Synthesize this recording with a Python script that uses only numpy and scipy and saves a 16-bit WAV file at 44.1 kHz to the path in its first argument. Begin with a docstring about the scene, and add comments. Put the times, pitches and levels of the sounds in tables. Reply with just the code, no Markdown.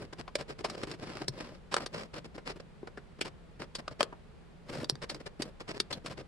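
"""At a table in a small quiet room, hands sort thin wooden jigsaw pieces close to a stereo microphone.
A pushed piece scrapes in tiny slips that also make the tabletop rumble.
A dropped or knocked piece chatters for a few milliseconds, rings briefly and thuds the tabletop.
Now and then a hand sweeps through the heap or bumps the table. The room adds echoes and soft noise."""
import sys
import numpy as np
from scipy import signal
from scipy.fft import rfft, irfft
from scipy.io import wavfile

SR = 44100
rng = np.random.default_rng(int(sys.argv[2]) if len(sys.argv) > 2 else 0)


def waveform_to_disk(signal):
    """Save audio, clipped to [-1, 1], as 16-bit WAV at the path in sys.argv[1]."""
    frames = np.transpose(np.atleast_2d(signal))
    scaled = np.clip(frames, -1, 1) * 32767
    samples = np.round(scaled).astype(np.int16)
    wavfile.write(sys.argv[1], SR, samples)


N = 276507

# the tone of wood touching wood, as coloured by the microphone: f/Hz, level/dB
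CONTACT = [(200, -25.5), (450, 1.5), (700, 0), (1500, 0.5), (3000, -2), (3700, -5), (4500, -1),
           (5400, -0.5), (5900, -11.5), (8000, -9), (10500, -18), (12500, -31.5)]
KNOCK_S = .01  # knocks and bumps get the energy of a sound this long
LEAD_S = .012  # time for a knock or nudge to build up


def undb(db):
    """Turn decibels into a number to multiply by."""
    return 10 ** (np.asarray(db) / 20)


def colour(x, points, tilt_db=0):
    """Shape the tone of x with (f/Hz, level/dB) points, adding tilt_db per octave above 600 Hz."""
    size = 2048
    hz = np.maximum(np.arange(size // 2 + 1) * SR / size, 1)
    point_hz, point_db = np.transpose(points)
    db = np.interp(np.log(hz), np.log(point_hz), point_db) + tilt_db * np.log2(np.maximum(hz / 600, 1))
    # build the filter so that nothing comes out before the sound goes in
    cepstrum = irfft(np.log(undb(db)))
    cepstrum[1:size // 2] *= 2
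    cepstrum[size // 2 + 1:] = 0
    response = irfft(np.exp(rfft(cepstrum)))
    return signal.fftconvolve(x, response[None], axes=1)[:, :x.shape[1]]


def mode(x, hz, t60):
    """Let x set one note ringing; the note fades by 60 dB in t60 seconds."""
    pole = np.exp((2j * np.pi * min(hz, .45 * SR) - np.log(1000) / t60) / SR)
    return signal.lfilter([1], [1, -pole], x).imag


def level(x, db, seconds):
    """Give x the energy of a steady sound of that level and length."""
    return x * undb(db) * np.sqrt(seconds * SR / (np.sum(x ** 2) / 2 + 1e-18))


def stereo_noise(count, width):
    """Left and right noise: alike at width 0, unrelated at width 1."""
    mid, side = rng.standard_normal((2, count))
    return np.array([mid + width * side, mid - width * side]) / np.hypot(1, width)


def pan(x, left_db):
    """Make the left side louder than the right by left_db."""
    return x * undb(np.array([[left_db], [-left_db]]) / 2)


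def add(out, x, start, left_db=0):
    """Mix a sound in at its time and its side."""
    first = int(start * SR)
    x = pan(x[:, max(-first, 0):N - first], left_db)
    first = max(first, 0)
    out[:, first:first + x.shape[1]] += x


def mic_delay(x, max_s):
    """The two microphones hear a piece at slightly different times, depending on where it lies."""
    lag = int(rng.uniform(-1, 1) * max_s * SR)
    return np.array([np.roll(x[0], max(lag, 0)), np.roll(x[1], max(-lag, 0))])


def slide(speed, weight, grain_db=2.5, catch_db=3.5, catch_s=0.00597, snags_per_s=160):
    """Tiny slips hiss with the speed, catch unevenly and shake the table under the hand's weight."""
    # the tone of the tabletop under a sliding piece: f/Hz, level/dB
    tabletop = [(50, -17), (110, -3.5), (160, 1.5), (230, -3.5), (330, 0.5), (560, -5), (720, -7),
                (1100, -49)]
    count = len(speed)
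    roughness = np.interp(np.arange(count) / SR / catch_s, np.arange(256), rng.standard_normal(256))
    catches = undb(catch_db * roughness)
    force = speed * catches
    slips = force * undb(grain_db * rng.standard_normal(count)) * stereo_noise(count, width=.65)
    # now and then a corner snags and ticks
    snags = force * (rng.random(count) < snags_per_s / SR) * stereo_noise(count, width=.65)
    scrape = colour(level(slips, 0, 1) + level(snags, -4, 0.93), CONTACT, tilt_db=-2.5)
    scrape = level(scrape, 0, np.sum(speed ** 2) / SR)
    shaking = weight * catches * stereo_noise(count, width=0.17)
    # each spot on the table hums its own hollow note, with little bass below it
    hollow_hz = 386 * 2 ** (0.43 * rng.uniform(-1, 1))
    hollow = np.gradient(mode(shaking, hollow_hz, t60=0.021), axis=1)
    rumble = level(colour(shaking, tabletop), 0, 1) + level(hollow, -5, 1)
    rumble = level(rumble, 0, np.sum(weight ** 2) / SR)
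    return mic_delay(scrape + rumble, max_s=.0002)


def nudge(seconds, scrape_db, swell=0.05):
    """A fingertip pushes a piece, which speeds up and stops."""
    seconds = max(seconds, .008)
    t = np.arange(int(seconds * SR) + 3072) / SR - LEAD_S
    ramp_s = .002 + 0.1 * seconds
    fade_in = np.minimum(1 + t / LEAD_S, 1)
    moving = (1 + np.tanh(t / ramp_s)) * (1 + np.tanh((seconds - t) / ramp_s)) * fade_in
    speed = moving * np.exp(-swell * (2 * t / seconds - 1) ** 2)  # fastest half way
    speed = speed * np.sqrt(seconds * SR / np.sum(speed ** 2))
    # the hand's weight sets the rumble, so a louder scrape adds only a little
    rumble_db = -45 + 0.22 * (scrape_db + 45.5)
    return slide(speed * undb(scrape_db), speed * undb(rumble_db))


def room_tone():
    """Soft steady noise with a low boom of the room in it."""
    # the tone of the room's noise: f/Hz, level/dB
    air_tone = [(13, -32), (22, -14.5), (55, -9), (112, -21), (177, -11.5), (191, -16), (293, -26),
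                (438, -22), (603, -28), (2480, -39), (4840, -46.5), (5990, -52.5), (8480, -53),
                (13000, -66)]
    air = colour(stereo_noise(N, width=0.79), air_tone)
    boom = mode(stereo_noise(N, width=.15), hz=158, t60=.07)
    return level(air, -53.5, N / SR) + level(boom, -66, N / SR)


def room_echo(x, near_t60=0.044, tail_t60=0.27, build_up_s=0.0036):
    """Bright early echoes from things nearby, then a faint, dull tail from the walls."""
    # the tone of the echo from the walls: f/Hz, level/dB
    walls = [(150, 10.5), (400, 1.5), (1500, -4), (5000, -17.5), (11000, -22)]
    count = SR // 2
    t = np.arange(count) / SR
    arrival = 1 - np.exp(-(t / build_up_s) ** 2)
    near = stereo_noise(count, width=0.61) * arrival * undb(-60 * t / near_t60)
    tail = stereo_noise(count, width=0.53) * arrival * undb(-60 * t / tail_t60)
    echoes = level(near, -13, 1 / SR) + colour(level(tail, -16, 1 / SR), walls)
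    return signal.fftconvolve(x, echoes, axes=1)[:, :N]


def piece_ring(chatter, hz):
    """Chatter makes a thin piece bend to and fro, so it rings with three short notes."""
    # the notes of a bending piece: pitch/multiple of hz, level/dB, time to fade by 60 dB/s
    notes = [(1, 0, .0075), (.82, -2, .007), (1.47, -16, .004)]
    ring = sum(level(mode(chatter, hz * ratio, t60), db, KNOCK_S) for ratio, db, t60 in notes)
    # the bending sends the ring to the right a fifth of a cycle late
    ring = np.array([ring[0], np.roll(ring[1], int(.2 * SR / hz))])
    # a small piece gives off little sound below its own notes
    return signal.sosfilt(signal.butter(2, hz * .65, "high", fs=SR, output="sos"), ring)


def table_thud(contact, db, soft_hz=366, hard_hz=604):
    """A light blow thuds low; a hard one reaches the tabletop's higher note."""
    hardness = 1 / (1 + np.exp((-32.5 - db) / 1.1))
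    hz = soft_hz + (hard_hz - soft_hz) * hardness
    blow = level(contact * stereo_noise(contact.size, width=0.41), -3, 1 / SR)
    blow[:, int(LEAD_S * SR)] += 1  # the whole weight lands at once, amid the chatter
    thud = mode(blow, hz, t60=0.017)
    thud = signal.sosfilt(signal.butter(2, hz * 0.59, "high", fs=SR, output="sos"), thud)
    return pan(thud, left_db=2.3)


def knock(decay_s, crack_db, thud_db, ring_hz, ring_db, grain_db=5):
    """A piece lands: its edges chatter with a crack, it rings and the table gives a thud."""
    count = 4096
    t = np.arange(count) / SR - LEAD_S
    decay_s = max(decay_s, .0005)
    before, after = np.maximum(-t, 0), np.maximum(t, 0)
    # one edge touches first; a flat landing takes longer both to build up and to settle
    contact = np.exp(-before / (0.24 * decay_s) - after / decay_s)
    settling = undb(-20) * np.exp(-before / 0.0024 - after / 0.0046)
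    grain = undb(grain_db * rng.standard_normal(count))
    chatter = np.hypot(contact, settling) * grain * stereo_noise(count, width=.5)
    # smaller, higher-pitched pieces and harder blows crack brighter
    tilt_db = 2.13 * np.log2(ring_hz / 2900) + 0.27 * (crack_db + 34)
    crack = level(colour(chatter, CONTACT, tilt_db), crack_db, KNOCK_S)
    ring = level(piece_ring(chatter, ring_hz), ring_db, KNOCK_S)
    thud = level(table_thud(contact, thud_db), thud_db, KNOCK_S)
    return mic_delay(crack + ring + thud, max_s=.00005)


def sweep(stroke, scrape_boost_db=5, rumble_boost_db=0.5, release_s=0.013):
    """A flat hand drags several pieces along, then lets them come to rest."""
    times, scrape_db, rumble_db = np.transpose(stroke)
    t = times[0] + np.arange(int((times[-1] - times[0]) * SR) + 3072) / SR
    release = np.exp(-np.maximum(t - times[-1], 0) / release_s)
    speed = release * undb(np.interp(t, times, scrape_db) + scrape_boost_db)
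    weight = release * undb(np.interp(t, times, rumble_db) + rumble_boost_db)
    return slide(speed, weight)


def bump(hz, db, press_s=0.0004, ring_cycles=9):
    """A soft hand presses the table slowly, so only a low note answers."""
    t = np.arange(8192) / SR
    press = t * np.exp(-t / press_s)
    thump = np.gradient(mode(press, hz, t60=ring_cycles / hz))
    return level(np.array([thump, thump]), db, KNOCK_S)


def scene(hands_left_db=0.94):
    """All slides, knocks and bumps on the table, in the room; the hands work a little left of centre."""
    # short pushes by a fingertip: t/s, length/s, scrape level/dB
    nudges = [(0.0, 0.057, -51.5), (0.128, 0.0097, -44), (0.181, 0.033, -45.5), (0.384, 0.043, -43.5),
              (0.482, 0.047, -46.5), (0.586, 0.031, -48), (0.68, 0.076, -51), (0.768, 0.08, -49),
              (0.868, 0.084, -49), (1.715, 0.026, -39.5), (1.77, 0.018, -37.5), (1.801, 0.046, -45),
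              (2.137, 0.055, -45.5), (2.245, 0.02, -49.5), (2.345, 0.018, -51.5), (2.46, 0.059, -41),
              (2.558, 0.02, -59), (2.6, 0.006, -48), (3.188, 0.0076, -57), (3.245, 0.042, -44.5),
              (3.596, 0.048, -45), (3.786, 0.019, -45.5), (3.909, 0.02, -52), (3.995, 0.023, -39),
              (5.019, 0.027, -41), (5.106, 0.067, -55.5), (5.199, 0.017, -52.5), (5.26, 0.018, -42.5),
              (5.396, 0.018, -46.5), (5.432, 0.063, -58.5), (5.601, 0.02, -45), (5.679, 0.04, -41),
              (5.737, 0.04, -47.5), (5.905, 0.014, -39), (5.932, 0.053, -59.5), (6.043, 0.045, -51),
              (6.099, 0.039, -47.5), (6.171, 0.046, -49.5)]
    # pieces landing or knocking together:
    # t/s, chatter decay/s, crack level/dB, thud level/dB, ring f/Hz, ring level/dB
    knocks = [(0.2796, 0.0074, -43.5, -54, 1190, -54), (0.3549, 0.0036, -30, -30, 2760, -69),
              (0.6466, 0.0091, -30, -36.5, 1090, -38), (0.6998, 0.005, -40.5, -47.5, 4800, -48),
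              (0.8347, 0.0051, -37.5, -37, 2200, -58), (0.915, 0.0047, -42.5, -49, 4520, -50),
              (1.2824, 0.003, -39, -37, 5280, -32), (1.742, 0.0025, -27.5, -31.5, 1610, -43),
              (1.766, 0.0026, -32, -40.5, 1450, -30.5), (1.8628, 0.005, -38.5, -45, 4470, -48.5),
              (2.3812, 0.008, -46.5, -42.5, 1860, -53), (2.831, 0.0068, -61, -40, 900, -67),
              (2.8737, 0.0052, -44.5, -51, 1320, -52.5), (2.975, 0.0082, -47, -43.5, 1720, -50.5),
              (3.2128, 0.0062, -32, -36.5, 3130, -35.5), (3.7529, 0.0065, -37.5, -49, 4520, -42),
              (3.8797, 0.0028, -37, -45, 1390, -43.5), (4.0073, 0.00099, -34.5, -25.5, 3150, -30),
              (4.0106, 0.0015, -34.5, -31, 1140, -29.5), (4.0299, 0.00049, -30, -33, 3280, -42),
              (4.1271, 0.0081, -68, -47, 970, -44), (4.8443, 0.0038, -44.5, -53, 4640, -43),
              (4.8978, 0.00068, -30.5, -38, 5170, -30.5), (4.955, 0.0012, -51.5, -51, 4660, -52.5),
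              (5.0983, 0.011, -36.5, -49, 4500, -44), (5.1465, 0.0036, -46.5, -60, 4900, -50),
              (5.4212, 0.005, -35, -39, 4800, -42), (5.8019, 0.0025, -31.5, -35.5, 4550, -30),
              (5.9285, 0.0085, -39, -44, 4230, -35.5), (6.0623, 0.0086, -38, -57, 4400, -58)]
    # a hand in the heap, one curve a stroke, before the boosts: t/s, scrape level/dB, rumble level/dB
    sweeps = [
        [(0.975, -70, -53.5), (1.033, -48, -40), (1.053, -52.5, -47.5), (1.199, -52, -47), (1.221, -49, -39),
         (1.265, -74, -65)],
        [(1.32, -62, -49.5), (1.38, -58, -47.5), (1.39, -47.5, -45.5), (1.532, -68, -54.5), (1.546, -59.5, -54),
         (1.6, -86, -79)],
        [(1.91, -73, -60), (1.916, -87, -57), (1.936, -50, -48), (1.98, -45.5, -42), (2.058, -61.5, -51),
         (2.09, -91, -80)],
        [(4.66, -82, -64), (4.7, -51.5, -46), (4.712, -62, -46.5), (4.73, -50, -42.5), (4.818, -50.5, -39.5),
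         (4.836, -66, -42)],
    ]
    # soft bumps of a hand on the table: t/s, f/Hz, level/dB
    bumps = [(1.291, 130, -36.5), (4.924, 140, -38.5), (5.399, 297, -34)]
    table = np.zeros((2, N))
    for start, *push in nudges:
        add(table, nudge(*push), start - LEAD_S, hands_left_db)
    for start, *blow in knocks:
        add(table, knock(*blow), start - LEAD_S, left_db=0.2)
    for stroke in sweeps:
        add(table, sweep(stroke), stroke[0][0], hands_left_db)
    for start, hz, db in bumps:
        add(table, bump(hz, db), start)
    return table + room_tone() + room_echo(table)


def record(dry):
    """Cut away the treble above 12 kHz."""
    return signal.sosfilt(signal.ellip(8, .2, 70, 12000, fs=SR, output="sos"), dry)


dry = scene()
out = record(dry)
waveform_to_disk(out)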